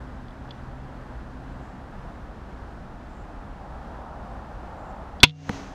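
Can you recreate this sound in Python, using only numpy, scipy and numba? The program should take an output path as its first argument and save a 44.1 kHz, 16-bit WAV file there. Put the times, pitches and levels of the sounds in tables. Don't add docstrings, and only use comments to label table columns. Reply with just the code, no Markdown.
import sys
import numpy as np
from scipy import signal
from scipy.fft import rfft, irfft, next_fast_len
from scipy.io import wavfile
from scipy.ndimage import map_coordinates
from numba import njit

SR = 44100
rng = np.random.default_rng(int(sys.argv[2]) if len(sys.argv) > 2 else 0)


def unload_audio(sound):
    columns = np.transpose(np.atleast_2d(sound))
    steps = np.round(np.clip(columns, -1, 1) * 32767)
    wavfile.write(sys.argv[1], SR, steps.astype(np.int16))


N = 253134
T = np.arange(N) / SR
STOP_S = 5.2378
LEFT_RIGHT = np.array([[1], [-1]])


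def undb(db):
    return 10 ** (np.asarray(db) / 20)


def unit(x):
    return x / np.sqrt(np.mean(x ** 2))


def noise(colour, size=N):
    hz, db = np.transpose(colour)
    n = next_fast_len(size)
    f = np.maximum(np.fft.rfftfreq(n, 1 / SR), 1)
    gain = undb(np.interp(np.log(f), np.log(hz), db))
    return unit(irfft(rfft(rng.standard_normal(n)) * gain, n)[:size])


def walk(rate):
    points = rng.standard_normal(N)[:int(T[-1] * rate) + 4]
    return unit(map_coordinates(points, [T * rate], order=2, mode="nearest"))


def fade(t, t60):
    return np.exp(-np.log(1000) * t / t60)


def ring(modes, size):
    t = T[:size]
    return sum(undb(db) * np.sin(2 * np.pi * hz * t) * fade(t, t60) for hz, db, t60 in modes)


def add(out, s, x):
    i = int(s * SR)
    out[i:i + len(x)] += x[:N - i]


# f/Hz, level/dB
RUMBLE_COLOUR = [(12, -30.5), (20, -5), (60, 2.5), (93, -8.5), (120, -8), (158, -10), (198, -8),
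                 (228, -10.5), (262, -10.5), (410, -18.5), (738, -16), (1710, -24), (2200, -33.5),
                 (6720, -47), (16000, -57.5)]
# f/Hz, level/dB
TYRE_COLOUR = [(200, -33.5), (450, -1), (800, 8), (1050, -0.5), (1400, -2.5), (2200, -53.5), (4000, -46)]
# t/s, level/dB
CARS = [(4.049, -42.5), (4.85, -43.5)]
def traffic(rumble_db=-39, pass_s=.26, drone_hz=127, drone_db=-45.5, leaves_s=1.45, fall_db_per_s=11):
    rumble = noise(RUMBLE_COLOUR) * undb(rumble_db + .5 * walk(5.82))
    swells = [undb(db) / np.hypot(1, (T - s) / pass_s) for s, db in CARS]
    tyres = noise(TYRE_COLOUR) * np.linalg.norm(swells, axis=0) * undb(walk(9))
    phase = 2 * np.pi * np.cumsum(drone_hz + 2.5 * walk(11)) / SR
    low_tone = np.sin(phase) * undb(2 * walk(6.2))
    octave = np.sin(2 * phase) * undb(-4 + 2 * walk(23))
    engine = (low_tone + octave) * undb(drone_db - fall_db_per_s * np.maximum(T - leaves_s, 0))
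    return rumble + tyres + engine


# t/s, length/s, level/dB
BUZZES = [(1.58, .18, -73), (3.06, 0.21, -71), (4.75, 0.21, -72)]
def insect(pitch_hz=7300, width_hz=1100):
    out = np.zeros(N)
    lowpass = signal.butter(2, width_hz / 2, fs=SR, output="sos")
    for s, length, db in BUZZES:
        n = int(length * SR)
        blur = signal.sosfilt(lowpass, rng.standard_normal(SR))[:n]
        buzz = unit(blur * np.sin(2 * np.pi * pitch_hz * T[:n]))
        add(out, s, undb(db) * buzz * signal.windows.tukey(n, .5))
    return out


# f/Hz, level/dB
ECHO_COLOUR = [(80, -10), (250, 7.5), (600, 7), (1500, 1.5), (2600, -1.5), (3800, -5), (5200, -4.5),
               (6400, -1.5), (7600, -13.5), (9500, -24), (15000, -26.5)]
def tree_echo(echo_db=-23, t60=1.0, build_s=.03):
    age = np.maximum(T - STOP_S, 0)
    build_up = 1 - np.exp(-age / build_s)
    return noise(ECHO_COLOUR) * undb(echo_db) * build_up * fade(age, t60)


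# t/s, level/dB, ring time/s
CLICKS = [(0.2834, -42.5, .016), (.3075, -46, .016), (.4917, -47, .012), (0.5078, -31, 0.011),
          (.5110, -30.5, .013), (.5426, -48, .01), (5.2033, -25.5, 0.041)]
# f/Hz, level/dB, ring time as a multiple of the click's
LATCH_TONES = [(3270, -10, 1), (3440, 2.5, 1.7), (3590, -6, 1), (3940, 0.5, .8), (4230, -2, .8),
               (4630, 0, .8), (5530, -5, .6)]
def latch(snap_db=-8, snap_t60=.008, band_hz=(2800, 5100), size=4000):
    out = np.zeros(N)
    bandpass = signal.butter(3, band_hz, "bandpass", fs=SR, output="sos")
    for s, db, t60 in CLICKS:
        tones = ring([(hz, tone_db, t60 * share) for hz, tone_db, share in LATCH_TONES], size)
        snap = undb(snap_db) * np.abs(tones).max() * rng.standard_normal(size) * fade(T[:size], snap_t60)
        tick = signal.sosfilt(bandpass, tones + snap)
        add(out, s, undb(db) * tick / np.abs(tick).max())
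    return out


# t/s, level/dB
SNAPS = [(5.4931, -9.5), (5.4946, -12.5)]
# f/Hz, level/dB
SNAP_COLOUR = [(300, 1), (900, -8), (1400, 13), (2300, 5), (4000, -8.5), (7000, -17), (15000, -30)]
# f/Hz, level/dB, ring time/s
BLOCK_TONES = [(96, -31, 0.11), (212, -9, 0.038), (302, -20, 0.038), (466, -15.5, 0.033), (795, -15, 0.018)]
def target(snap_t60=.0058, thud_s=5.4973, size=2000):
    out = np.zeros(N)
    for s, db in SNAPS:
        snap = noise(SNAP_COLOUR, size) * fade(T[:size], snap_t60)
        add(out, s, undb(db) * snap / np.abs(snap).max())
    add(out, thud_s, ring(BLOCK_TONES, size=SR))
    return out


# f/Hz, level/dB, ring time/s
ARM_TONES = [(60, -4.5, 0.045), (91, -5.5, .52), (122, 13, 0.082), (152, 12, 0.33), (170, 11, .09),
             (273, 23, 0.033), (276, -13.5, 0.75), (397, 13, 0.024), (480, -8, 0.28), (772, 19, 0.022),
             (734, -21, 0.7), (970, 22.5, 0.045), (1440, 20.5, .035), (2780, -14, 0.36), (3500, -24.5, .32)]
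def bow_arms(release_s=5.2316, release_db=-28):
    out = np.zeros(N)
    hum = ring(ARM_TONES, size=SR)
    add(out, release_s, undb(release_db) * hum)
    add(out, STOP_S, -hum)
    return out


def rattle(count=12, start_s=5.2585, gap_s=.0042, fall_db_per_s=137, t60=.016, centre_hz=3950):
    time_scatter, level_scatter = rng.standard_normal((count, 2)).T
    age = gap_s * np.arange(count)
    times = start_s + age + .0011 * time_scatter
    levels = .5 - fall_db_per_s * age + 2.5 * level_scatter
    return [(s, db, t60, centre_hz) for s, db in zip(times, levels)]


# t/s, level/dB, ring time/s, centre f/Hz
BLOWS = [(5.2316, 20.6, .05, 3100), (5.2347, 28.5, 0.053, 3420), (5.2392, 37.5, 0.026, 2485),
         (5.2946, 3, 0.0081, 3800)]
# f/Hz, level/dB, ring time as a multiple of the blow's
FRAME_TONES = [(997, -3, 1.2), (1413, -3, 1.1), (2098, -4, 1), (2245, -6, 1), (2490, -3, 1), (2657, -3, 1),
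               (2803, -2, 1), (2900, -5, 1), (3049, -6, 1), (3291, 1, 1.1), (3499, -1, 1.1),
               (3718, -6, 1.1), (3920, -5, 1.2), (4160, -6, 1.1), (4420, -8, 1)]
# f/Hz, level/dB
CRACK_COLOUR = [(200, -17.5), (500, -6.5), (900, -6), (1800, -3), (3300, -7), (4700, -3), (6500, -10.5),
                (9000, -29.5), (15000, -47.5)]
def frame(crack_db=-12, band_octaves=.31, contact_s=.00048, size=6000):
    out, t = np.zeros(N), T[:size]
    push = 1 - np.exp(-(t / contact_s) ** 2)
    hz, tone_db, share = np.transpose(FRAME_TONES)[:, :, None]
    for s, db, t60, centre_hz in BLOWS + rattle():
        gain = undb(tone_db - (np.log2(hz / centre_hz) / band_octaves) ** 2)
        swing = np.sin(2 * np.pi * (hz * t + rng.random(hz.shape)))
        body = np.sum(gain * swing * fade(t, t60 * share), axis=0) / np.linalg.norm(gain)
        crack = noise(CRACK_COLOUR, size) * fade(t, t60)
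        add(out, s, undb(db) * (body + undb(crack_db) * crack) * push)
    return out


def scene(apart_db=-80):
    mono = latch() + frame() + bow_arms() + target() + tree_echo() + traffic() + insect()
    return mono + LEFT_RIGHT * undb(apart_db) * noise(RUMBLE_COLOUR)


@njit
def gain_control(over_db, attack_s, hold_s, release_db_per_s):
    out = np.empty(len(over_db))
    peak, cut, wait = 0., 0., 0.
    for i in range(len(over_db)):
        wait -= 1
        if over_db[i] > peak:
            peak, wait = over_db[i], hold_s * SR
        elif wait < 0:
            peak = max(peak - release_db_per_s / SR, 0.)
        cut += (peak - cut) / (attack_s * SR)
        out[i] = cut
    return out


# f/Hz, level/dB
HISS_COLOUR = [(600, -31.5), (1500, -2), (2900, 30.5), (8000, 25), (15000, -36)]
def record(dry, threshold_db=4, hiss_db=-77, ceiling=.96, treble_hz=7000, wide_hz=15500, top_hz=15900):
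    over_db = 20 * np.log10(np.abs(dry).max(axis=0) + 1e-9) - threshold_db
    gain = undb(-gain_control(over_db, attack_s=.0018, hold_s=.095, release_db_per_s=172))
    hiss = undb(hiss_db) * np.array([noise(HISS_COLOUR), noise(HISS_COLOUR)])
    squashed = ceiling * np.tanh((dry + hiss) * gain / ceiling)
    soft = signal.sosfilt(signal.butter(1, treble_hz, fs=SR, output="sos"), squashed)
    late = np.roll(soft, int(.0004 * SR), axis=1)
    side = signal.sosfilt(signal.butter(2, wide_hz, "highpass", fs=SR, output="sos"), late)
    fade_in = np.minimum(T / .005, 1)
    top_cut = signal.ellip(10, .2, 90, top_hz, fs=SR, output="sos")
    return signal.sosfilt(top_cut, fade_in * (soft + LEFT_RIGHT * side))


dry = scene()
out = record(dry)
unload_audio(out)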